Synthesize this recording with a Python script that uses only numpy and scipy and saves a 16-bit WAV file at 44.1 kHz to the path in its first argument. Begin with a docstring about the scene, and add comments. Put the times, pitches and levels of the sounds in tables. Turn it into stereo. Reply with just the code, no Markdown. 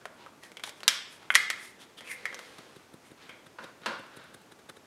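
"""A hollow chocolate egg is squeezed until it creaks, crackles and snaps in two, close by in a quiet room.
Each crack is a volley of tiny breaks that rings the hollow and the wall; fingers and shell stick and slip.
The halves knock and slide, a plastic capsule is lifted out, and the shell is set down further off,
ringing the table top. A soft regular ticking runs through the second half."""
import sys
import numpy as np
from scipy import signal
from scipy.fft import rfft, irfft
from scipy.io import wavfile
from scipy.ndimage import uniform_filter1d

SR = 44100
rng = np.random.default_rng(int(sys.argv[2]) if len(sys.argv) > 2 else 0)


def log_audio(samples):
    """Write samples as a 16-bit WAV file to the path given in sys.argv[1]."""
    # one column per channel
    frames = np.atleast_2d(samples).T
    # limit to full scale, then quantise
    limited = np.clip(frames, -1, 1)
    pcm = np.round(limited * 32767).astype(np.int16)
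    wavfile.write(sys.argv[1], SR, pcm)


N = 214546
CUTOFF_HZ = 16000
FFT_SIZE = 8192
BIN_HZ = np.maximum(np.fft.rfftfreq(FFT_SIZE, 1 / SR), 1)


def from_db(db):
    """Decibels to gain."""
    return 10 ** (np.asarray(db) / 20)


def at_hz(points, hz):
    """Interpolate rows of frequency in Hz and value on a log-frequency axis."""
    table_hz, values = np.transpose(points)
    return np.interp(np.log(np.maximum(hz, 1)), np.log(table_hz), values)


def add(track, start_s, sound):
    """Mix a sound into a track."""
    start = int(np.clip(round(start_s * SR), 0, N))
    track[start:start + len(sound)] += sound[:N - start]


def causal(x, gain):
    """Minimum-phase filter from a gain curve: nothing sounds early."""
    cepstrum = irfft(np.log(gain + 1e-9))
    cepstrum[1:FFT_SIZE // 2] *= 2
    cepstrum[FFT_SIZE // 2 + 1:] = 0
    response = irfft(np.exp(rfft(cepstrum)))[:FFT_SIZE // 2]
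    return signal.fftconvolve(x, response)


def whitened(burst, span_hz):
    """Give a burst the broad spectrum of a unit click, keeping its fine ripples."""
    span_bins = max(int(span_hz * FFT_SIZE / SR), 1)
    power = uniform_filter1d(abs(rfft(burst, FFT_SIZE)) ** 2, span_bins)
    return causal(burst, 1 / np.sqrt(power + 1e-12))


def resonances(modes):
    """Peaks on a flat gain curve. Each mode: centre in Hz, nominal width in Hz, boost in dB."""
    peaks = [(from_db(abs(db)) ** 2 - 1) / (1 + ((BIN_HZ - hz) / (0.99 * width_hz)) ** 2) ** 2
             for hz, width_hz, db in modes]
    return np.sqrt(1 + sum(peaks))


def damped_colour(modes, levels_db, bass_db, top_db):
    """Gain curve of a damped object: body, mid, bright and air levels, with resonances on top."""
    # Frequencies in Hz of bass, body, mid, bright, air and top.
    anchors_hz = [120, 500, 1500, 4000, 9500, 16000]
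    anchors_db = [levels_db[0] + bass_db, *levels_db, levels_db[-1]]
    broad_db = np.interp(np.log(BIN_HZ), np.log(anchors_hz), anchors_db)
    rolloff_db = top_db * np.minimum(BIN_HZ / CUTOFF_HZ, 1) ** 4
    return from_db(broad_db + rolloff_db) * resonances(modes)


def stereo_noise(length, coherence):
    """Bin frequencies and left and right white noise spectra. Each coherence row: Hz, value 0 to 1."""
    hz = np.fft.rfftfreq(length, 1 / SR)
    alike = np.clip(at_hz(coherence, hz), 0, 1)
    mid, side = rfft(rng.standard_normal((2, length)))
    return hz, np.sqrt((1 + alike) / 2) * mid + np.sqrt((1 - alike) / 2) * side * [[1], [-1]]


def room_tone(rms_db):
    """Low steady rumble with faint hiss."""
    # Each row: frequency in Hz, relative spectral density in dB.
    spectrum = [(15, -7), (40, 1.5), (60, -3.5), (100, 1.5), (150, 2.5), (310, 5), (700, -0.5), (1500, -5),
                (2200, -8), (4000, -12.5), (6700, -15), (12900, -24), (16000, -33)]
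    # Each row: frequency in Hz, left-right coherence.
    coherence = [(40, 0.12), (120, 0.17), (300, 0.44), (1000, 0.65), (4000, 0.42), (12000, 1)]
    hz, spectra = stereo_noise(N, coherence)
    tone = irfft(spectra * from_db(at_hz(spectrum, hz)), N)
    return from_db(rms_db) * tone / tone.std()


def room_echo(x, build_s):
    """Diffuse reflections build up and die away band by band, the top treble first."""
    # Each row: frequency in Hz, t60 in seconds.
    decay_times = [(200, 0.5), (530, 0.43), (1500, 0.64), (3700, 0.54), (7000, 0.47), (13000, .25)]
    # Each row: frequency in Hz, echo gain in dB.
    echo_colour = [(150, 16), (500, 2.5), (1000, 0.5), (2000, 0.5), (4000, -1.5), (8000, -5), (14000, -5)]
    hz, spectra = stereo_noise(SR, coherence=[(200, 1.0), (1500, 0.98), (5000, 0.95), (12000, 0.59)])
    t, response = np.arange(SR) / SR, 0
    build = 1 - np.exp(-(t / build_s) ** 2)
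    edges_hz = np.geomspace(80, 18000, 15)
    for low_hz, high_hz in zip(edges_hz, edges_hz[1:]):
        centre_hz = np.sqrt(low_hz * high_hz)
        envelope = build * from_db(-60 * t / at_hz(decay_times, centre_hz))
        band = irfft(spectra * ((hz >= low_hz) & (hz < high_hz)), SR)
        response += band * envelope / np.linalg.norm(envelope) * from_db(at_hz(echo_colour, centre_hz))
    return signal.fftconvolve(x[None], response, axes=1)[:, :N]


def two_ports(x, side_db):
    """Two microphone ports catch slightly different near reflections."""
    t = np.arange(FFT_SIZE // 16) / SR
    reflections = rng.standard_normal(len(t)) * t * np.exp(-t / 0.0015)
    side = signal.fftconvolve(x, reflections / np.linalg.norm(reflections))[:N]
    colour_db = at_hz([(300, 7), (1500, -2), (4000, 2.5), (12000, 5.5)], BIN_HZ)
    side = causal(side, from_db(colour_db))[:N]
    return x + from_db(side_db) * side * [[1], [-1]]


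def ticks(start_s, period_s, scratch_s, pulse_hz, pulse_lag_s):
    """Each tick is a brief dry scratch ending in a soft low pulse; late ticks have a weaker rebound."""
    # Scratch resonances. Each row: centre in Hz, width in Hz, boost in dB.
    modes = [(406, 200, 12.5), (1550, 500, 6.5), (3760, 380, 13), (9300, 1230, 5)]
    # Each row: time in seconds, then pulse, scratch and air levels in dB.
    level_curves = [(2.59, -6.5, -16, -32), (2.94, -2.5, -23, -30.5), (3.29, -8, -26, -38),
                    (3.64, -9, -11.5, -27.5), (3.82, -9, -24, -40), (4.17, -3, -19, -23),
                    (4.35, -8, -17, -23), (4.52, -13, -17.5, -31), (4.7, -8, -9, -22)]
    rebound_from_s, rebound_lag_s, rebound_db = 3.95, 0.072, -10
    lead_s = 0.02
    t = np.arange(FFT_SIZE // 4) / SR - lead_s
    phase = 2 * np.pi * pulse_hz * (t - pulse_lag_s)
    pulse = -phase * np.exp(-phase ** 2 / 2)
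    pulse /= abs(rfft(pulse, FFT_SIZE)).max()
    curve_s, *curves_db = np.transpose(level_curves)
    beats = [(s, 0) for s in np.arange(start_s, N / SR, period_s)]
    rebounds = [(s + rebound_lag_s, rebound_db) for s, _ in beats if s > rebound_from_s]
    out = np.zeros(N)
    for s, db in beats + rebounds:
        scratch = whitened(rng.standard_normal(len(t)) * np.exp(-abs(t) / scratch_s), span_hz=810)
        pulse_db, scratch_db, air_db = [db + np.interp(s, curve_s, curve) for curve in curves_db]
        levels_db = [scratch_db - 3.5, scratch_db - 2, scratch_db - 12, air_db]
        colour = damped_colour(modes, levels_db, bass_db=-12, top_db=-17)
        add(out, s - lead_s, causal(scratch, colour))
        add(out, s - lead_s, from_db(pulse_db) * pulse)
    return out


def grain_burst(t60_s, scatter_db, scatter_t60_s, grain_db):
    """A dying volley of tiny breaks or contacts, then its scatter from hands and table."""
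    t = np.arange(FFT_SIZE // 2) / SR
    grains, sizes, scatter = rng.standard_normal((3, len(t)))
    volley = grains * from_db(grain_db * sizes - 60 * t / t60_s)
    scatter = scatter * from_db(-60 * t / scatter_t60_s) * (1 - np.exp(-t / 0.00295))
    return volley / np.linalg.norm(volley) + from_db(scatter_db) * scatter / np.linalg.norm(scatter)


def strike(near, send, start_s, burst, colour, send_db):
    """Add one blow to the near track and to the room send, where all directions blend to a smooth click."""
    click = signal.unit_impulse(len(burst))
    add(near, start_s, causal(burst, colour))
    add(send, start_s, from_db(send_db) * causal(click, colour))


def table_knocks():
    """Things set down further off ring the table top; returns near sound and room send."""
    # Each row: start in seconds, contact t60 in seconds, then body, mid, bright, air and room send in dB.
    blows = [(3.586, 0.024, -6.5, -7.5, -21.5, -38, 0), (3.8602, 0.035, 4.5, 3.5, -0.2, -14, 1.14)]
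    # Table top resonances. Each row: centre in Hz, width in Hz, boost in dB.
    modes = [(215, 13, 11), (342, 20, 1.5), (547, 37, 7), (1000, 210, 7.5), (1475, 184, 10), (2750, 120, 6),
             (4400, 190, 3.5)]
    near, send = np.zeros((2, N))
    for start_s, t60_s, *levels_db, send_db in blows:
        burst = grain_burst(t60_s, scatter_db=0, scatter_t60_s=0.039, grain_db=-2.0)
        colour = damped_colour(modes, levels_db, bass_db=-24.5, top_db=-26)
        strike(near, send, start_s, whitened(burst, span_hz=300), colour, send_db)
    return near, send


def shell_rubs(grain_hz, grain_db, edge_db, peak_share):
    """Fingers and shell stick and slip in fine grains, swelling and fading with each stroke."""
    # Each row: start and length in seconds, relative level in dB, hiss offset in dB,
    # ring pitch in Hz, ring boost in dB.
    strokes = [ (0, 0.038, -44, -31, 1600, 9), (0.151, .16, -41.5, -29, 940, 11.5),
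               (.409, .1, -43, -8.5, 1970, 11.5), (0.631, 0.081, -33, -7, 3370, 3),
               (.75, 0.078, -45.5, -10, 3190, 2), (1.088, .1, -44, -3.5, 1300, 7),
               (1.172, .13, -42, -22, 900, 10.5), (1.307, 0.029, -40, 4, 3000, 6),
               (1.575, 0.15, -38.5, -4, 1950, 3), (1.786, 0.071, -38, -11.5, 3450, 6.5),
               (1.969, 0.034, -36.5, -9, 3300, 14), (1.97, 0.53, -42.5, -22, 484, 14),
               (2.038, 0.1, -38.5, -8, 2500, 16), (2.089, 0.064, -36.5, 2, 2140, 22.5),
               (2.102, 0.79, -40, -15.5, 470, 11), (3.009, 0.13, -49, -7.5, 2200, 8),
               (3.159, .19, -39.5, -23, 2400, 2), (3.582, 0.13, -38.5, -21, 545, 7),
               (3.811, 0.073, -37.5, -30, 1450, 7.5), (4.037, 0.37, -41, -33, 1490, 8)]
    hiss_mode = (9400, 800, 4.2)
    out = np.zeros(N)
    for start_s, length_s, db, hiss_db, ring_hz, ring_db in strokes:
        t = np.arange(int(length_s * SR)) / SR
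        noise, sizes = rng.standard_normal((2, 2 * SR))[:, :len(t)]
        grip = from_db(grain_db * np.interp(t * grain_hz, np.arange(len(t)), sizes))
        slips = noise * grip / np.sqrt(np.mean(grip ** 2))
        swell_db = np.interp(t / length_s, [0, peak_share, 1], [edge_db, 0, edge_db])
        envelope = from_db(swell_db) * signal.windows.tukey(len(t), 0.15)
        body_db = -9 - 0.31 * hiss_db   # soft skin hisses less and hums more
        levels_db = db + np.array([body_db, 0, -4, hiss_db])
        modes = [(ring_hz, 0.12 * ring_hz, ring_db), hiss_mode]
        colour = damped_colour(modes, levels_db, bass_db=-16.5, top_db=-19)
        add(out, start_s, causal(slips * envelope, colour))
    return out


def shell_cracks():
    """Each fracture or knock rings the hollow and the chocolate wall; returns near sound and room send."""
    # Each row: start in seconds, fracture t60 in seconds, level in dB, treble offset in dB,
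    # hollow ring in Hz, then hollow boost, wall boost and room send in dB.
    fractures = [ (0.0549, 0.017, 2.5, -19, 652, 14, 2.5, -9.5),
                 (.263, 0.0036, -12.5, -17.5, 1310, 11, 2, -8.5),
                 (.4353, 0.012, -15, -3.5, 2090, 1, 6.5, -22), (.5177, .0079, -20, -2.5, 2290, 9, 2, -22),
                 (.57, 0.014, -15, -2, 2330, 11.5, 14, -10),
                 (0.5965, 0.0023, -14.5, -9, 2300, 11, 8.5, -13.5),
                 (.637, 0.015, 1, -7.5, 3700, 9, -5, -10), (.675, .008, -9, -8, 880, 12.5, -0.5, -8.5),
                 (.693, .01, -13, 1, 2310, 5, 3, -12), (.805, .012, -16, -5, 3000, 6.5, 5, -9.5),
                 (0.8326, 0.0058, -2.5, -12.5, 4370, 10.5, 1, -6), (.8794, .003, 6.5, 5, 3810, 9, 4.5, -31),
                 (.8799, 0.0084, 15.5, -1, 5640, 4.5, 6, -5.5),
                 (1.3035, 0.0076, 16.5, -30, 2310, 14.5, 18, -9.5),
                 (1.3419, 0.0022, -2, -8.5, 2130, 8, 10, -1.5),
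                 (1.348, 0.001, -5.5, 5, 2100, 13, 10.5, -25),
                 (1.3532, 0.0045, 18, -3.5, 2080, 10.5, 3.5, -9),
                 (1.3556, 0.0064, 9.5, 0.5, 2060, 16, 3.5, -5.3), (1.5017, 0.012, 6, -3.5, 2070, 11, 2, -7),
                 (2.0076, 0.012, -13.5, -7, 2150, 9, 9, -0.5), (2.255, 0.008, -3, -6, 2096, 21.5, 3.5, -7),
                 (2.328, 0.0046, -9.5, -18, 1830, 11, 11, -5),
                 (2.3446, 0.0044, -8.5, -4.5, 6170, 9, 3, -25),
                 (2.3917, 0.0061, -7.5, -7.5, 1480, 4, -3, -18), (2.5841, .011, -15.5, -5, 4240, 1, -1, 0),
                 (3.293, 0.03, -13, -12, 2400, 13, 13.5, 0.5)]
    # Pitched by the grip. Each row: centre and width as shares of the ring pitch, share of the boost.
    hollow_modes = [(0.99, 0.099, 0.99), (0.907, 0.056, .85), (0.636, 0.038, 0.46)]
    wall_hz, wall_width_hz = 3216, 330
    cup_mode = (540, 135, 3.7)   # air cupped between the hands
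    near, send = np.zeros((2, N))
    for start_s, t60_s, db, treble_db, ring_hz, ring_db, wall_db, send_db in fractures:
        burst = grain_burst(t60_s, scatter_db=-6.5, scatter_t60_s=0.04, grain_db=-1.0)
        modes = [(centre * ring_hz, width * ring_hz, boost * ring_db)
                 for centre, width, boost in hollow_modes]
        modes += [(wall_hz, wall_width_hz, wall_db), cup_mode]
        thud_db = -8.5 + 0.27 * db
        levels_db = [thud_db, db, db + treble_db, db + treble_db - 4.5]
        colour = damped_colour(modes, levels_db, bass_db=-19.5, top_db=-25.5)
        strike(near, send, start_s, whitened(burst, span_hz=520), colour, send_db)
    return near, send


def scene():
    """Near sounds and their echo, coloured by table top and microphone, over the room tone."""
    # Each row: frequency in Hz, gain in dB.
    near_colour = [(80, -2.5), (130, 2), (250, -2), (330, 1), (600, -1), (780, -2), (1100, 0), (2000, -0.5),
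                   (2550, -0.5), (3800, 0.5), (4800, 0), (7500, -0.5), (10500, 1.5), (16000, -3)]
    struck, send = np.add(shell_cracks(), table_knocks())
    rubbing = from_db(-4.5) * shell_rubs(grain_hz=900, grain_db=2.5, edge_db=-13.0, peak_share=0.41)
    ticking = ticks(start_s=2.589, period_s=0.1757, scratch_s=0.0043, pulse_hz=225, pulse_lag_s=0.003)
    echo = room_echo(send + from_db(-5.5) * rubbing + from_db(-20.5) * ticking, build_s=0.006)
    heard = two_ports(struck + rubbing + ticking, side_db=-22.5) + echo
    colour = from_db(at_hz(near_colour, BIN_HZ))
    coloured = np.array([causal(channel, colour)[:N] for channel in heard])
    return coloured + room_tone(rms_db=-56.5)


def record(dry):
    """Clip at full scale, then cut deep bass and top."""
    highpass = signal.butter(2, 75, "high", fs=SR, output="sos")
    lowpass = signal.cheby2(16, 70, CUTOFF_HZ + 600, fs=SR, output="sos")
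    return signal.sosfilt(lowpass, signal.sosfilt(highpass, np.clip(dry, -1, 1)))


dry = scene()
out = record(dry)
log_audio(out)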